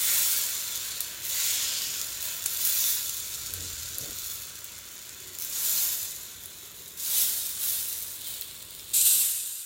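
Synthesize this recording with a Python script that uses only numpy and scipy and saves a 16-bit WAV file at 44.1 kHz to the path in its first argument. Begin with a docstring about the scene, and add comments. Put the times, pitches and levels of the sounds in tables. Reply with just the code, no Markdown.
"""Thin batter frying in an iron pan

A small kitchen, one microphone close to the hot pan, while a spoon pushes the batter outwards.
Each time the wet edge reaches bare metal, tiny steam bubbles burst in a surge that thins to a crackle.
Larger bubbles ring the iron and single droplets spit; under it all lie low room noise and a soft rumble."""
import sys
import numpy as np
from scipy import signal
from scipy.fft import rfft, irfft, next_fast_len
from scipy.io import wavfile
from scipy.ndimage import map_coordinates

SR = 44100
rng = np.random.default_rng(int(sys.argv[2]) if len(sys.argv) > 2 else 0)


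def wav_record(signal):
    """Record a signal, one row per channel, as 16-bit PCM in the file named by sys.argv[1]."""
    frames = np.transpose(np.atleast_2d(signal))
    bounded = np.clip(frames, -1, 1)
    # unit amplitude maps onto the largest positive 16-bit level
    quanta = np.round(bounded * 32767).astype(np.int16)
    wavfile.write(sys.argv[1], SR, quanta)


N = 425565

# quiet frying between the surges: time_s, level_db, spray_relative_db, crackle_relative_db
QUIET_FRYING = [(0, -34, 1, -1.5), (0.95, -37, -0.5, -3.5), (1.17, -42, 0, -4), (2.35, -41.5, 3.5, -1),
                (3.05, -36.5, 2.5, -2.5), (3.6, -39, -3, -2.5), (4.3, -39.5, 0, -1.5),
                (4.55, -44.5, -1.5, -4), (6.85, -48.5, 1.5, -5), (9.65, -45.5, 2, -4.5)]


def amp(db):
    """Decibels to gain."""
    return 10 ** (np.asarray(db) / 20)


def unit(x):
    """Scale to rms 1."""
    return x / np.sqrt(np.mean(x ** 2) + 1e-20)


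def curves(rows):
    """One value per sample for each column after the time."""
    time_s, *columns = np.transpose(rows)
    return [np.interp(np.arange(N) / SR, time_s, column) for column in columns]


def wobble(knots_per_s):
    """A smooth random curve at rms 1."""
    knots = rng.standard_normal(int(N * knots_per_s / SR) + 4)
    return unit(map_coordinates(knots, [np.arange(N) * knots_per_s / SR]))


def swell(x, centre_s, width_s):
    """x at rms 1, swelling and fading under a bell curve."""
    return np.exp(-0.5 * ((np.arange(N) / SR - centre_s) / width_s) ** 2) * unit(x)


def filtered(x, response):
    """x through a filter whose gain is a function of frequency."""
    size = next_fast_len(N + SR // 2)
    return irfft(rfft(x, size) * response(np.fft.rfftfreq(size, 1 / SR)), size)[:N]


def band(x, pitch_hz, width_hz):
    """The part of x around one pitch."""
    return filtered(x, lambda hz: 1 / (1 + (2 * (hz - pitch_hz) / width_hz) ** 4))


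def coloured(x, points, size=8192):
    """Causal filter through (frequency_hz, gain_db) points, so that clicks keep their sharp front."""
    point_hz, point_db = np.transpose(points)
    hz = np.fft.rfftfreq(size, 1 / SR)
    gain = amp(np.interp(np.log(hz + 1), np.log(point_hz + 1), point_db))
    cepstrum = irfft(np.log(gain))
    cepstrum[1:size // 2] *= 2  # fold to minimum phase
    cepstrum[size // 2 + 1:] = 0
    return signal.fftconvolve(x, irfft(np.exp(rfft(cepstrum))))[:N]


def bursts(per_second, spread_db):
    """Bursting bubbles: random clicks of unequal size, with the same mean power at any rate."""
    chance = np.clip(per_second / SR, 1e-4, 1)
    sizes = amp(spread_db * np.clip(rng.standard_normal(N), -3, 2.25))
    hits = rng.random(N) < chance
    return unit(hits * sizes * rng.choice([-1, 1], N) / np.sqrt(chance))


def echoes(x, t60_s, wet_db, size=2048):
    """Direct sound plus dying reflections; bubbles burst all over the pan, so the pattern keeps changing."""
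    t = np.arange(SR // 5) / SR
    blocks = np.pad(x, (0, -N % size)).reshape(-1, size)
    envelope = amp(-60 * t / t60_s) * (1 - np.exp(-t / 0.00056))
    tails = rng.standard_normal((len(blocks), len(t))) * envelope
    tails /= np.linalg.norm(tails, axis=1, keepdims=True)
    wet = signal.fftconvolve(blocks, tails, axes=1)
    positions = size * np.arange(len(blocks))[:, None] + np.arange(wet.shape[1])
    return x + amp(wet_db) * np.bincount(positions.ravel(), wet.ravel())[:N]


def boiling():
    """Levels in dB of hiss, finest spray and large bubbles: surges rise, hold and fade over quiet frying."""
    # wet batter reaches bare metal:
    # start_s, rise_s, hold_s, level_db, fade_db_per_s, spray_relative_db, large_relative_db
    surges = [(-0.15, 0.29, 0.048, -29, 35, 5, -11), (0.158, 0.14, 0.077, -33.5, 64, 5.5, -28),
              (1.225, 0.023, 0.25, -37.5, 58, 4.5, -27), (1.284, 0.13, 0.15, -29.5, 19, -2.5, -14.5),
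              (2.213, 0.038, 0.028, -39.5, 67, 3.5, -7), (2.453, 0.41, 0.04, -29.5, 89, 5, -16.5),
              (2.615, 0.047, 0.015, -37, 116, 11, -11), (4.098, 0.17, 0.077, -52, 52, 13, -16),
              (5.396, 0.013, 0.025, -40, 122, 3, -13), (5.463, 0.3, 0.065, -28.7, 40.5, 3.5, -16),
              (6.971, 0.12, 0.16, -32, 22, 4.5, -17), (7.121, 0.06, 0.043, -28, 102, 4.5, -35),
              (7.582, 0.062, 0.043, -33, 23.5, 6, -17.5), (8.236, 0.033, 0.045, -39, 70, 4, -20),
              (8.933, 0.0099, 0.044, -23.5, 30, 0, -25), (9.049, 0.0046, 0.024, -24, 56, 2, -25),
              (9.19, 0.013, 0.015, -33.5, 68, 6.5, -15.5)]
    rise_exponent, spray_exponent, large_exponent = 0.55, 1.26, 0.81
    simmer_db, setting_db_per_s = -45, 1.63  # large bubbles die down as the batter sets
    t = np.arange(N) / SR
    frying_db, fine_db, _ = curves(QUIET_FRYING)
    hiss, spray, large = amp([frying_db, frying_db + fine_db, simmer_db - setting_db_per_s * t]) ** 2
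    for start_s, rise_s, hold_s, level_db, fade_db_per_s, spray_relative_db, large_relative_db in surges:
        on = t > start_s
        age_s = t[on] - start_s
        rise = np.minimum(age_s / rise_s, 1) ** rise_exponent
        fade = amp(-fade_db_per_s * np.maximum(age_s - rise_s - hold_s, 0))
        power = (rise * fade) ** 2
        hiss[on] += amp(level_db) ** 2 * power
        spray[on] += amp(level_db + spray_relative_db) ** 2 * power ** spray_exponent
        large[on] += amp(level_db + large_relative_db) ** 2 * power ** large_exponent
    return 10 * np.log10([hiss, spray, large])


def sizzle(level_db, spray_relative_db):
    """Hard boiling merges tiny steam bursts into a hiss; as it calms, single crackles stand out."""
    # colour of each side of the pan at the microphone: frequency_hz, gain_db
    far = [(1500, -33), (2300, -11), (3220, -9), (3450, 0), (3660, -2.5), (4200, -1), (4950, -4.5),
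           (6550, 0), (7120, 3.5), (7700, -2.5), (9500, -6.5), (12000, -10), (14600, -6.5), (15800, -7.5)]
    left = [(1500, -21.5), (2200, -18), (3150, -12), (3650, -4), (4900, -6), (5800, -4), (7100, 2),
            (7900, -3), (8700, -5.5), (9700, -4.5), (12600, -3.5), (14500, -0.5), (15800, -4.5)]
    near = [(1500, -20.5), (2800, -11.5), (3700, -2), (4700, -5), (7300, -1), (8400, -1.5), (9900, 0),
            (14000, 1.5), (15800, 0.5)]
    right = [(1500, -14), (2800, -1), (3600, 6.5), (4300, 5), (5000, -2.5), (6100, -2.5), (6900, 2),
             (8800, 3.5), (10500, -2.5), (12500, -3.5), (14300, 0), (15800, -0.5)]
    rear_right = [(1800, -43), (2400, -19), (2600, -9.5), (3200, -11), (3650, -4.5), (4300, -7),
                  (5200, -9.5), (6700, -5), (7400, 2), (9200, -1), (10400, -9.5), (12500, -7.5),
                  (14400, -10.5), (15600, -17.5)]
    # where the batter meets bare metal: time_s, side (0 far, 1 left, 2 near, 3 right, 4 rear right)
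    wet_edge = [(0, 0), (5.3, 0), (5.5, 1), (6.95, 1), (7.15, 2), (8.1, 2), (8.28, 3), (8.925, 3),
                (8.94, 4)]
    vigour_db = level_db + 35
    hard_boil_db = np.maximum(vigour_db, 0)
    fizz = bursts(24000 * amp(vigour_db), spread_db=4.5 - 0.0091 * hard_boil_db)
    crackle = bursts(1600 * amp(vigour_db), spread_db=8)
    # the sharpest bursts are the brightest
    crackle = unit(coloured(crackle, [(1500, -8.0), (4000, -1.5), (8000, -1.5), (13000, 1.0)]))
    crackle_db = curves(QUIET_FRYING)[-1] - 0.3 * hard_boil_db
    clicks = echoes(fizz + amp(crackle_db) * crackle, t60_s=0.025, wet_db=-10)
    edge_side, = curves(wet_edge)
    body, spray = np.zeros(N), np.zeros(N)
    for side, colour in enumerate([far, left, near, right, rear_right]):
        share = np.clip(1 - abs(edge_side - side), 0, 1)
        sound = coloured(clicks, colour)
        treble = filtered(sound, lambda hz: 1 / (1 + (10000 / (hz + 1)) ** 16))  # above 10 kHz
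        body += share * unit(sound - treble)
        spray += share * unit(treble)
    clusters_db = 0.5 * wobble(45)  # bubbles burst in clusters
    body *= amp(-0.89 + 0.69 * wobble(70))
    spray *= amp(spray_relative_db + 1.04 * wobble(70))
    return amp(level_db + clusters_db) * (body + spray)


def simmer(level_db):
    """Larger bubbles break under the batter, sound in the bowl of the pan and make its iron ring."""
    # colour of large bubbles in the bowl: frequency_hz, gain_db
    bowl = [(150, -20.5), (400, -13.5), (660, -8.5), (740, -12.5), (880, -22.5), (1000, -9.5), (1480, -5.5),
            (2300, -2.5), (3500, -4.5), (5000, -62)]
    # resonances of the filled pan: pitch_hz, gain_db
    pan_modes = [(590, -3), (680, -7.5), (980, 0.5), (1105, -3), (1410, 2.5), (1535, 5.5), (1700, 0.5),
                 (1835, 0), (2155, -2), (2593, 2), (3010, 4), (3440, 6)]
    loss = 0.029  # width of each resonance as a share of its frequency

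    def iron(hz):
        """The summed response of the damped resonances."""
        return sum(amp(gain_db) * 1j * hz * loss * pitch_hz
                   / (pitch_hz ** 2 - hz ** 2 + 1j * hz * loss * pitch_hz)
                   for pitch_hz, gain_db in pan_modes)

    bubbles = echoes(bursts(4000, spread_db=4), t60_s=0.17, wet_db=1)
    ring = filtered(bursts(3000, spread_db=5.5), iron)
    return amp(level_db) * (amp(-2.5) * unit(coloured(bubbles, bowl)) + amp(-3.5) * unit(ring))


def room_noise():
    """A low murmur of air, with a few soft rumbling swells and a hum that rises and fades twice."""
    # colour of the kitchen air: frequency_hz, gain_db
    air_colour = [(20, -40), (36, -21.5), (52, 5), (66, -6.5), (85, 3.5), (105, -1.5), (150, -4.5),
                  (260, -9), (380, -6.5), (600, -11.5), (800, -18), (1100, -12.5), (2500, -27)]
    # loudness of that air: time_s, level_db
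    air_level = [(0, -55.5), (3, -55), (5.0, -57), (7, -56.5), (9.1, -56), (9.5, -64.5), (9.65, -71.5)]
    # soft low swells: centre_s, width_s, level_db, pitch_hz, width_hz
    rumbles = [(1.9, 0.08, -59, 290, 380), (3.75, 0.4, -53, 88, 105), (3.61, 0.09, -52.5, 270, 600),
               (4.05, 0.06, -47.5, 300, 700), (5.28, 0.1, -59, 365, 85), (6.65, 0.15, -64, 385, 70)]
    # brief low hums: start_s, level_db
    hums = [(3.485, -45.5), (4.0, -60)]
    hum_hz, rise_s, fade_db_per_s = 85.6, 0.089, 33
    air_db, = curves(air_level)
    out = amp(air_db) * unit(coloured(rng.standard_normal(N), air_colour))
    for centre_s, width_s, level_db, pitch_hz, width_hz in rumbles:
        rumble = band(rng.standard_normal(N), pitch_hz, width_hz)
        out += amp(level_db) * swell(rumble, centre_s, width_s)
    hum = unit(np.sin(2 * np.pi * np.cumsum(hum_hz + 3.6 * wobble(18)) / SR))
    for start_s, level_db in hums:
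        age_s = np.arange(N) / SR - start_s
        rise = np.clip(age_s / rise_s, 0, 1)
        out += rise * amp(level_db - fade_db_per_s * np.maximum(age_s - rise_s, 0)) * hum
    return out


def pitched_sizzle():
    """The sizzle gathers briefly around one pitch, which wanders as the batter flows: bubbles of like size
    burst together, or one of the pan's resonances sounds out more strongly for a while."""
    # brief gatherings of the sizzle around one pitch (like-sized bubbles, or a pan resonance sounding out):
    # centre_s, width_s, level_db, pitch_hz
    pitch_bands = [(0.11, 0.074, -43, 2100), (0.17, 0.22, -35.5, 8300), (0.918, 0.17, -47, 4100),
                   (1.487, 0.14, -46, 2180), (1.686, 0.2, -42, 2990), (1.77, 0.18, -38.5, 5200),
                   (2.827, 0.051, -33.5, 6100), (3.8, 0.83, -58.5, 1440), (5.425, 0.014, -41.5, 5840),
                   (6.5, 0.44, -55.5, 3760)]
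    drift_octaves = 0.05
    out = np.zeros(N)
    for centre_s, width_s, level_db, pitch_hz in pitch_bands:
        position = np.cumsum(2 ** (drift_octaves * wobble(9))) % N
        bubbles = band(bursts(5000, spread_db=1), pitch_hz, width_hz=0.27 * pitch_hz)
        drifting = np.interp(position, np.arange(N), bubbles)
        out += amp(level_db) * swell(drifting, centre_s, width_s)
    return out


def spits():
    """Each droplet or single bubble snaps, rings briefly and throws a puff of spray around its pitch."""
    # spitting droplets: start_s, snap_peak_db, pitch_hz
    droplets = [(1.0062, -7, 12700), (2.015, -14, 14000), (2.2263, -14, 15000), (2.4403, -16.5, 7500),
                (2.4605, -7.5, 6950), (2.4607, -6.5, 14000), (2.6735, -6, 14200), (3.0952, -13.5, 8050),
                (3.538, -13, 12500), (4.9548, -27, 13000), (5.0936, -24, 8000), (5.2032, -25, 14000),
                (5.3873, -16, 13000), (5.399, -18, 13000), (5.4225, -12, 14500), (5.4486, -13, 14000),
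                (6.0298, -12.5, 14500), (6.1098, -22, 9000), (6.234, -22, 12400), (6.4375, -24, 13000),
                (6.458, -18, 13500), (6.881, -24, 10000), (8.4117, -13, 14000)]
    # single bubbles that burst with a pitched tick: start_s, snap_peak_db, pitch_hz
    pings = [(0.7576, -18, 6060), (0.7582, -15, 15200), (2.015, -20, 5960), (3.9841, -15.5, 11400),
             (4.6442, -19, 15400), (8.4218, -25, 4100), (8.7947, -26.5, 5230)]
    droplet_cycles, ping_cycles = 0.72, 4.2  # decay times of the ring
    puff_db, puff_tilt_db = -6.5, 4  # the tilt is the drop one octave from the pitch
    out, t = np.zeros(N + SR), np.arange(SR // 25) / SR
    hz = np.fft.rfftfreq(len(t), 1 / SR)
    highpass = signal.butter(3, 2400, "high", fs=SR, output="sos")
    puff_decay = np.exp(-t / 0.00064) + amp(-15.5) * np.exp(-t / 0.015)
    puff_envelope = puff_decay * (1 - np.exp(-t / 0.000089))
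    snap_attack = 1 - np.exp(-t / 0.00005)
    for events, cycles in [(droplets, droplet_cycles), (pings, ping_cycles)]:
        for start_s, snap_peak_db, pitch_hz in events:
            ring = np.sin(2 * np.pi * pitch_hz * t) * np.exp(-t * pitch_hz / cycles)
            snap = signal.sosfilt(highpass, ring * snap_attack)
            puff_colour = amp(-puff_tilt_db * np.log2((hz + 1) / pitch_hz) ** 2)
            puff = unit(irfft(rfft(rng.standard_normal(len(t))) * puff_colour, len(t)))
            spit = snap / abs(snap).max() + amp(puff_db) * puff_envelope * puff
            out[round(start_s * SR):][:len(t)] += amp(snap_peak_db) * spit
    return out[:N]


def scene():
    """The pan close up in a small kitchen; one microphone feeds both channels."""
    hiss_db, spray_db, large_db = boiling()
    pan = sizzle(hiss_db, spray_db - hiss_db) + pitched_sizzle() + simmer(large_db) + spits()
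    kitchen = echoes(pan, t60_s=0.4, wet_db=-10) + room_noise()
    return np.tile(kitchen, (2, 1))


def record(dry):
    """The recorder keeps nothing above its band limit."""
    top_hz = 15900
    return np.array([filtered(channel, lambda hz: hz < top_hz) for channel in dry])


dry = scene()
out = record(dry)
wav_record(out)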